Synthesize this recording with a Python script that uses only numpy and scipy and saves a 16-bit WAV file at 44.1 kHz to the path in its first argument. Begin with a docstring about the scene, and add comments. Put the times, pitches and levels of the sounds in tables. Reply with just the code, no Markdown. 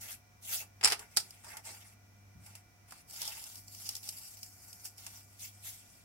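"""Peeling tape from paper

Masking tape is peeled off a watercolour on a desk, in a quiet room with a fan and a mains hum.
Hands brush the desk, knock paintbrushes together, turn the board and press on the paper;
then one strip comes away in a long crackling peel with small snaps, and the loose tape rustles.
Friction and peeling are trains of random grains; contacts are decaying noise bursts and ringing modes."""
import sys
import numpy as np
from scipy import signal
from scipy.fft import rfft, irfft, next_fast_len
from scipy.io import wavfile
from scipy.ndimage import uniform_filter1d, map_coordinates

SR = 44100
rng = np.random.default_rng(int(sys.argv[2]) if len(sys.argv) > 2 else 0)


def unload_audio(sound):
    """Save the sound as a 16-bit wav file, at the path given as the first command line argument."""
    columns = np.transpose(np.atleast_2d(sound))
    # keep every value between -1 and 1, then stretch to whole-number steps
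    steps = np.round(np.clip(columns, -1, 1) * 32767)
    wavfile.write(sys.argv[1], SR, steps.astype(np.int16))


N = 266540  # length [samples]

# Levels in the tables are relative: each source function sets the balance of its layers.
# Pulls on the tape: (start [s], fastest [s], end [s], crackle level [dB], rise [dB], fall [dB],
# rasp re crackle [dB], drumming re crackle [dB])
TAPE_PULLS = [(3.086, 3.224, 3.59, -43.5, 14.5, 15, -3, -9), (3.69, 3.87, 3.98, -48.5, 11.5, 4, -6.5, -15),
              (4.03, 4.075, 4.1, -47.5, 4, 2, -9, -18.5), (4.12, 4.131, 4.485, -53, 1.5, 6.5, -10, -17.5),
              (4.52, 4.74, 4.84, -61, 4, 6, -18, -10.5), (4.852, 4.86, 4.872, -44, -1.5, 6.5, -31, -17),
              (4.982, 5.06, 5.21, -56, 3, 5.5, -4, -9.5)]
# Tape creeping off between pulls: (start [s], fastest [s], end [s], crackle level [dB], rise [dB], fall [dB])
TAPE_CREEP = (3.07, 2.5, 6, -62.5, 11, 5)
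# Tape letting go and creasing: (time [s], level [dB])
TAPE_SNAPS = [(1.3069, -35.5), (3.1088, -34.5), (3.2176, -22), (3.2274, -27), (3.2774, -22.5),
              (3.4401, -30.5), (3.5558, -33), (3.681, -37), (3.7484, -33.5), (3.8906, -19), (3.9529, -25),
              (3.9654, -30), (4.0896, -21.5), (4.3704, -41.5), (4.4303, -28.5), (4.7296, -32.5),
              (4.8544, -30.5), (4.9807, -38), (5.395, -41.5)]
# Skin and loose tape sweeping over paper: (start [s], fastest [s], end [s], hiss level [dB],
# rise [dB], fall [dB], body re hiss [dB])
PAPER_SWEEPS = [(0.012, 0.11, 0.14, -46.5, 3, 2.5, -14), (0.425, 0.54, 0.605, -34.5, 21.5, 14, -21),
                (0.608, 0.62, 0.625, -48, 0.5, 3, -5), (5.397, 5.445, 5.49, -43.5, 9, 14.5, -26),
                (5.63, 5.675, 5.8, -44, 10.5, 19, -23)]
# Board, fingers and slack tape dragging on the desk: (start [s], fastest [s], end [s], scrape level [dB],
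# rise [dB], fall [dB], body re scrape [dB])
DESK_DRAGS = [(0.996, 1.01, 1.094, -56, -1, 16.5, 0.5), (1.11, 1.2, 1.51, -59, 5, 7, -13),
              (1.44, 1.5, 1.595, -56, 8, 5, 2.5), (1.65, 1.67, 1.933, -48.5, 2, 17.5, -7),
              (2.4, 2.47, 2.6, -59.5, 11, 7, -6.5), (2.885, 2.96, 3.01, -60.5, 0.5, 1.5, -11),
              (5.31, 5.8, 6.4, -63.5, 4, 14, -38)]
# Paintbrushes knocking together: (time [s], click level [dB], ring level [dB], wooden knock level [dB])
BRUSH_CLACKS = [(0.811, -44, -38, -36), (0.8299, -38.5, -33, -30), (0.8369, -25.5, -16.5, -24.5),
                (0.8456, -22.5, -7, -25.5), (0.8540, -18.5, -10, -17.5), (0.8745, -19.5, -21.5, -22),
                (0.8836, -24, -32.5, -28.5), (0.9010, -23.5, -38.5, -30), (0.9125, -28, -38.5, -27),
                (0.9211, -19, -33.5, -22), (0.9272, -24, -44, -22.5), (1.1652, -31, -24, -48),
                (1.1700, -11, -17, -24.5), (1.2, -30, -33, -50.5)]
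# Modes of the brush handles and ferrules: (mean frequency [Hz], mean level [dB], t60 [s])
HANDLE_MODES = [(1890, -13, 0.033), (2520, -11.5, 0.047), (2970, -9.5, 0.026), (3700, -12.5, 0.046),
                (4040, -10.5, 0.02), (4850, -17.5, 0.049), (4780, 0, 0.069), (5220, 3.5, 0.033),
                (5590, -1, .04), (5430, -0.5, 0.048), (7030, -8, .035), (7050, 1, 0.037), (7740, 2, .035),
                (7930, -12, .035), (8340, -5, 0.045), (8440, -12, 0.036), (8700, -12, 0.024),
                (9620, 1, .035), (10760, -7, .035)]
# Fingers meeting the board and paper, and at 5.07 s a tick from the peeling strip: (time [s], tick level [dB],
# body re tick [dB])
FINGER_TAPS = [(0.993, -34, -17), (1.4452, -40.5, -7), (1.5697, -32, -18), (1.6518, -39.5, -16),
               (2.4628, -41, -21.5), (2.5526, -36.5, -15.5), (2.9083, -40.5, -21), (2.9216, -40, -1.5),
               (5.0654, -31.5, -12.5)]

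# Spectrum of the peeling tape's hiss: (frequency [Hz], density [dB per Hz])
TAPE_SPECTRUM = [(1500, -36), (3000, -15), (4100, -14.5), (4700, -3), (5300, 0.5), (6300, -4), (8200, -2),
                 (9800, -4.5), (11500, -2.5), (15500, -8.5)]
# Spectrum of the taut strip's rasp: (frequency [Hz], density [dB per Hz])
RASP_SPECTRUM = [(1400, -27), (2200, -10.5), (2900, 7), (3600, 8.5), (4400, 1), (7000, -42)]
# Spectrum of the drumming paper sheet: (frequency [Hz], density [dB per Hz])
SHEET_SPECTRUM = [(150, -13.5), (350, -17), (560, -7), (780, 3), (1100, 0), (1500, 0.5), (2200, -2),
                  (3500, -23), (7000, -77)]
# Spectrum of the tick as tape lets go: (frequency [Hz], density [dB per Hz])
SNAP_SPECTRUM = [(1200, -19), (2100, -20), (2800, -8), (3900, -8.5), (5200, 11), (6500, 4), (8200, 4),
                 (11500, 1.5), (15500, -2)]
# Spectrum of skin and loose tape on paper: (frequency [Hz], density [dB per Hz])
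SKIN_SPECTRUM = [(1200, -41), (2000, -8.5), (3200, -4.5), (4000, -3), (5300, 0), (8000, -0.5), (12000, 0.5),
                 (15500, -3.5)]
# Spectrum of the board shaken by sweeps: (frequency [Hz], density [dB per Hz])
BOARD_SPECTRUM = [(150, -27), (400, -9), (750, 5), (1050, -0.5), (1400, 3), (1900, 2), (2600, 4.5),
                  (5000, -47.5)]
# Spectrum of scrapes and fingertip ticks: (frequency [Hz], density [dB per Hz])
SCRAPE_SPECTRUM = [(1200, -23), (2600, -2), (3900, -8.5), (5300, 1.5), (6500, -3.5), (7800, 1),
                   (11000, -2.5), (15500, -11)]
# Spectrum of the brushes' click: (frequency [Hz], density [dB per Hz])
CLICK_SPECTRUM = [(800, -15.5), (2000, -29.5), (3500, -6), (5000, 7), (6500, -5), (9500, -0.5),
                  (11500, -6.5), (16000, -13.5)]
# Spectrum of the brushes' knock on the desk: (frequency [Hz], density [dB per Hz])
KNOCK_SPECTRUM = [(60, -38), (170, -17), (280, -17), (430, -2.5), (600, -8), (830, 4), (1050, -2.5),
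                  (1300, 2), (1600, 0.5), (2050, 3.5), (3000, 1.5), (6000, -23)]
# Spectrum of the flat hand's thud: (frequency [Hz], density [dB per Hz])
THUD_SPECTRUM = [(30, -24), (70, 0), (130, -1.5), (220, -1.0), (450, -31.0), (2000, -63)]

# Place of the brushes between the microphones: (frequency [Hz], left minus right [dB])
BRUSH_LEAN = [(200, -2.5), (700, 5.5), (2000, 0), (4500, 1), (8000, -7), (13000, 0)]
# Decay of the room: (frequency [Hz], t60 [s])
ROOM_DECAY = [(200, 0.44), (2000, 0.16), (6000, 0.17), (14000, 0.17)]
# Likeness of the two sides: (frequency [Hz], correlation [1])
SIDE_LIKENESS = [(100, 0.71), (300, 0.6), (650, 0.14), (1400, 0.17), (3000, -0.067), (7000, -0.067)]
# Spectrum of the room air: (frequency [Hz], gain [dB])
AIR_SPECTRUM = [(20, -54.5), (35, -22.5), (52, -12.5), (85, -12.5), (130, -17), (236, -17), (405, -28),
                (750, -24.5), (1100, -28), (1480, -30), (2400, -32.5), (3600, -36.5), (6000, -34),
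                (9500, -38), (16000, -36.5)]
# Whine of a fan: (frequency [Hz], width of its wander [Hz], level [dB])
FAN_WHINE = [(714, 16, -77), (1433, 12, -80.5), (1975, 35, -80.5), (2344, 20, -76)]
# Course of the mains hum: (time [s], level [dB])
HUM_COURSE = [(0.0, -58.5), (0.1, -69), (0.86, -58.5), (0.96, -68.5), (2.56, -58), (2.67, -69.5),
              (2.88, -62), (2.98, -80), (3.28, -65.5), (3.45, -71.5), (3.55, -61), (4.17, -62.5),
              (4.31, -74), (4.36, -61.5), (4.59, -65.5), (5.7, -61), (5.96, -71), (6.04, -68)]

GRIP_DB_PER_S, RELEASE_DB_PER_S = 1100, 751  # how fast a stroke takes hold and dies away
TENSION_POWER = 1.43  # rasp and drumming grow faster than the crackle as the tape tightens
AIR_DB, HISS_DB = -65, -76  # rms levels
HUM_WAVER_DB = 1.2
TOP_HZ = 15850  # band limit


def amp(db):
    """Level is logarithmic: decibels to amplitude gain."""
    return 10 ** (np.asarray(db) / 20)


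def unit(x):
    """Normalization: x at rms 1."""
    return x / np.sqrt(np.mean(x ** 2) + 1e-20)


def along(points, hz):
    """Interpolation on a logarithmic frequency axis of (frequency [Hz], value) points."""
    f, value = np.transpose(points)
    return np.interp(np.log(hz + 1), np.log(f), value)


def wobble(rate):
    """Slow fluctuation: a smooth random curve through rate knots a second."""
    knots = rng.standard_normal(int(N * rate / SR) + 4)
    return map_coordinates(knots, [np.arange(N) * rate / SR])


def filtered(x, response):
    """Linear filtering: the spectrum of x times a response of frequency."""
    m = next_fast_len(N + SR // 2)
    return irfft(rfft(x, m) * response(np.fft.rfftfreq(m, 1 / SR)), m)[..., :N]


def coloured(x, spectrum, size=2048):
    """Minimum phase: folding the cepstrum gives a causal filter, of energy 1, with the given spectrum."""
    level_db = along(spectrum, np.fft.rfftfreq(size, 1 / SR))
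    cepstrum = irfft(np.log(amp(level_db)))
    cepstrum[1:size // 2] *= 2
    cepstrum[size // 2 + 1:] = 0
    kernel = irfft(np.exp(rfft(cepstrum)))
    kernel = kernel / np.linalg.norm(kernel)
    return signal.fftconvolve(x, kernel[None], axes=1)[:, :N]


def add(track, s, sound):
    """Superposition: mix a sound into the track at time s."""
    part = track[:, round(s * SR):][:, :sound.shape[-1]]
    part += sound[..., :part.shape[1]]


def grains(rate, spread_db, life):
    """Shot noise: random releases of log-normal size, energy fading with time constant life [s]; rms 1."""
    size = amp(abs(spread_db) * np.clip(rng.standard_normal(N), -2, 2))
    energy = (rng.random(N) < rate / SR) * size ** 2
    fading = signal.lfilter([1], [1, -np.exp(-1 / (life * SR))], energy)
    return unit(np.sqrt(fading) * rng.standard_normal((2, N)))


def stroke(start, fastest, end, rise_db, fall_db):
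    """Friction follows speed: a movement grips, runs through its fastest moment and lets go."""
    t = np.arange(N) / SR
    speed_db = np.interp(t, [start, fastest, end], [-rise_db, 0, -fall_db])
    before, after = np.maximum(start - t, 0), np.maximum(t - end, 0)
    edges_db = GRIP_DB_PER_S * before + RELEASE_DB_PER_S * after
    return amp(np.maximum(speed_db - edges_db, -150))


def patchy(x, depth_db):
    """Moving contact shifts the colour: random gain in patches of time and frequency."""
    z = signal.stft(x, nperseg=256)[2]
    field = rng.standard_normal(z.shape[1:])
    field = uniform_filter1d(field, size=6, axis=0)
    field = uniform_filter1d(field, size=9, axis=1)
    return signal.istft(z * amp(depth_db * unit(field)), nperseg=256)[1][:, :N]


def burst(t60):
    """Modal density: the crowd of short-lived vibrations after a contact acts as decaying noise."""
    t = np.arange(SR // 5) / SR
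    return amp(-60 * t / t60) * rng.standard_normal((2, len(t)))


def bursts(rows, t60):
    """Superposition of contacts: a burst for each (time [s], level [dB])."""
    track = np.zeros((2, N))
    for s, db in rows:
        add(track, s, amp(db) * burst(t60))
    return track


def peel():
    """Stepwise fracture: glue threads break in clumps; the tape hisses and rasps, the sheet drums."""
    start, fastest, end, db, rise_db, fall_db = TAPE_CREEP
    crackle = amp(db) * stroke(start, fastest, end, rise_db, fall_db)
    rasp, drum = np.zeros((2, N))
    for start, fastest, end, db, rise_db, fall_db, rasp_db, drum_db in TAPE_PULLS:
        pull = stroke(start, fastest, end, rise_db, fall_db)
        tension = pull ** TENSION_POWER
        crackle += amp(db) * pull
        rasp += amp(db + rasp_db) * tension
        drum += amp(db + drum_db) * tension
    clumping = amp(1.3 * wobble(70))
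    threads = grains(rate=2200, spread_db=3, life=.0006) * clumping
    blobs = grains(rate=70, spread_db=3.5, life=.0008)  # thicker spots of glue pop singly
    breaks = threads + amp(-6.5) * blobs
    tape_hiss = amp(0.5) * coloured(breaks * crackle, TAPE_SPECTRUM)
    strip_rasp = amp(-2.0) * coloured(breaks * rasp, RASP_SPECTRUM)
    sheet_drum = amp(-1.5) * coloured(breaks * drum, SHEET_SPECTRUM)
    return patchy(tape_hiss + strip_rasp + sheet_drum, depth_db=2.5)


def snaps(tick_db, rasp_db, body_db):
    """Sudden release of tension: a bright tick twangs the taut strip and jolts the sheet."""
    jolt = bursts(TAPE_SNAPS, t60=.026)
    tick = amp(tick_db) * coloured(jolt, SNAP_SPECTRUM)
    twang = amp(rasp_db) * coloured(jolt, RASP_SPECTRUM)
    return tick + twang + amp(body_db) * coloured(jolt, SHEET_SPECTRUM)


def brushes(click_db, ring_db, knock_db):
    """Impact excites modes: each clack rings the handles at new strengths and knocks on the desk."""
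    click, ring, knock = np.zeros((3, 2, N))
    t = np.arange(SR // 12) / SR
    hz, level, t60 = np.transpose(HANDLE_MODES)[:, :, None]
    for s, db, handle_db, wood_db in BRUSH_CLACKS:
        strength = amp(handle_db + level + rng.standard_normal(hz.shape) - 60 * t / t60)
        pitch = hz * (1 + .012 * rng.standard_normal(hz.shape))  # no two brushes are the same length
        # the handles chatter against their neighbours, which blurs every mode
        blur = .08 * np.cumsum(rng.standard_normal((len(hz), len(t))), axis=1)
        phase = 2 * np.pi * rng.random((2, len(hz), 1)) + blur
        modes = strength * np.sin(2 * np.pi * pitch * t + phase)
        add(ring, s, np.sum(modes, axis=1))
        add(click, s, amp(db) * burst(t60=0.057))
        add(knock, s, amp(wood_db) * burst(t60=0.06))
    clicks = amp(click_db) * coloured(click, CLICK_SPECTRUM)
    knocks = amp(knock_db) * coloured(knock, KNOCK_SPECTRUM)
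    return amp(ring_db) * ring + clicks + knocks


def lean(x):
    """Level difference between microphones: the brushes' place tilts left against right by frequency."""
    sides = np.array([[1], [-1]])
    return filtered(x, lambda hz: amp(sides * along(BRUSH_LEAN, hz) / 2))


def rub(strokes, spectrum, sounding, rate, spread_db, hiss_db, body_db):
    """Stick-slip: paper fibres catch and slip under a sliding surface and shake what lies below."""
    hiss, body = np.zeros((2, N))
    for start, fastest, end, db, rise_db, fall_db, rel_db in strokes:
        slide = amp(db) * stroke(start, fastest, end, rise_db, fall_db)
        hiss += slide
        body += amp(rel_db) * slide
    slips = grains(rate, spread_db, life=0.001)
    surface = amp(hiss_db) * coloured(slips * hiss, spectrum)
    below = amp(body_db) * coloured(slips * body, sounding)
    return patchy(surface + below, depth_db=3.0)


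def taps(tick_db, body_db):
    """Light impact: each tap gives a bright tick and a duller answer from the sheet."""
    tick = bursts([(s, db) for s, db, _ in FINGER_TAPS], t60=0.05)
    body = bursts([(s, db + rel_db) for s, db, rel_db in FINGER_TAPS], t60=0.055)
    bright = amp(tick_db) * coloured(tick, SCRAPE_SPECTRUM)
    return bright + amp(body_db) * coloured(body, SHEET_SPECTRUM)


def palm():
    """Soft impact favours low frequencies: the flat hand lands on the board with a thud."""
    return coloured(bursts([(2.352, -54.5)], t60=0.37), THUD_SPECTRUM)


def desk(x, share, count=10):
    """Early reflection: desk top and things on it return weak copies, different for each microphone."""
    delay = rng.uniform(.0007, .012, (2, count))  # s
    echoes = np.zeros((2, SR // 20))
    for side in range(2):
        signs = rng.choice([-1, 1], count)
        np.add.at(echoes[side], (delay[side] * SR).astype(int), share * signs)
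    echoes[:, 0] = 1  # direct sound
    echoes /= np.linalg.norm(echoes, axis=1, keepdims=True)
    return signal.fftconvolve(x, echoes, axes=1)[:, :N]


def room(x):
    """Reverberation: the walls answer after 5 ms, each frequency dying at its own speed."""
    hz, t, z = signal.stft(rng.standard_normal((2, SR // 2)), SR, nperseg=256)
    decay = amp(-60 * t / along(ROOM_DECAY, hz)[:, None])
    tail = signal.istft(z * decay, SR, nperseg=256)[1]
    tail = np.pad(tail, ((0, 0), (round(.005 * SR), 0)))
    return signal.fftconvolve(x, tail / np.linalg.norm(tail[0]), axes=1)[:, :N]


def stereo(pair):
    """Spatial coherence: two microphones hear long waves alike, so each side's bass leaks into the other."""
    turn = lambda hz: np.arcsin(np.clip(along(SIDE_LIKENESS, hz), -1, 1)) / 2
    own = filtered(pair, lambda hz: np.cos(turn(hz)))
    return own + filtered(pair[::-1], lambda hz: np.sin(turn(hz)))


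def air():
    """Broadband noise: shaped room air, with a narrow band of hiss around 5700 Hz."""
    breath = filtered(rng.standard_normal((2, N)), lambda hz: amp(along(AIR_SPECTRUM, hz)))
    band = filtered(rng.standard_normal((2, N)), lambda hz: 1 / (1 + ((hz - 5700) / 550) ** 2))
    return amp(AIR_DB) * unit(breath) + amp(HISS_DB) * unit(band)


def fan():
    """Phase diffusion: a random walk of phase widens each whining tone into a narrow band."""
    t = np.arange(N) / SR
    whine = np.zeros((2, N))
    for hz, width, db in FAN_WHINE:
        drift = np.sqrt(2 * np.pi * width / SR) * np.cumsum(rng.standard_normal((2, N)), axis=1)
        whine += amp(db) * np.sin(2 * np.pi * hz * t + drift)
    return amp(4) * whine


def mains_hum():
    """Harmonic tone: 100 Hz and its octave, wavering in level and phase, the same on both sides."""
    t = np.arange(N) / SR
    phase = 2 * np.pi * 100 * t + .15 * wobble(5)
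    level_db = np.interp(t, *np.transpose(HUM_COURSE)) + HUM_WAVER_DB * wobble(8.4)
    return amp(level_db) * (amp(2.5) * np.sin(phase) + amp(-16.5) * np.sin(2 * phase))


def background():
    """Superposition of background sources: room air, a faint fan and a mains hum that swells and fades."""
    return stereo(air() + fan()) + mains_hum()


def scene():
    """Direct, reflected and reverberant sound: all the handwork on the desk, in the room."""
    clatter = lean(brushes(click_db=-7.0, ring_db=-13.5, knock_db=-7))
    sweeps = rub(PAPER_SWEEPS, SKIN_SPECTRUM, BOARD_SPECTRUM,
                 rate=3200, spread_db=4.5, hiss_db=2, body_db=3.0)
    drags = rub(DESK_DRAGS, SCRAPE_SPECTRUM, SHEET_SPECTRUM,
                rate=1200, spread_db=0.0, hiss_db=0.5, body_db=-1.0)
    contacts = snaps(tick_db=-7.5, rasp_db=-22.5, body_db=-33) + taps(tick_db=-6.5, body_db=-6.5) + palm()
    work = clatter + contacts + desk(peel() + sweeps + drags, share=0.3)
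    return stereo(work + amp(-11.5) * room(work)) + background()


def record(dry):
    """Band limitation: nothing is kept at or above TOP_HZ."""
    return filtered(dry, lambda hz: hz < TOP_HZ)


dry = scene()
out = record(dry)
unload_audio(out)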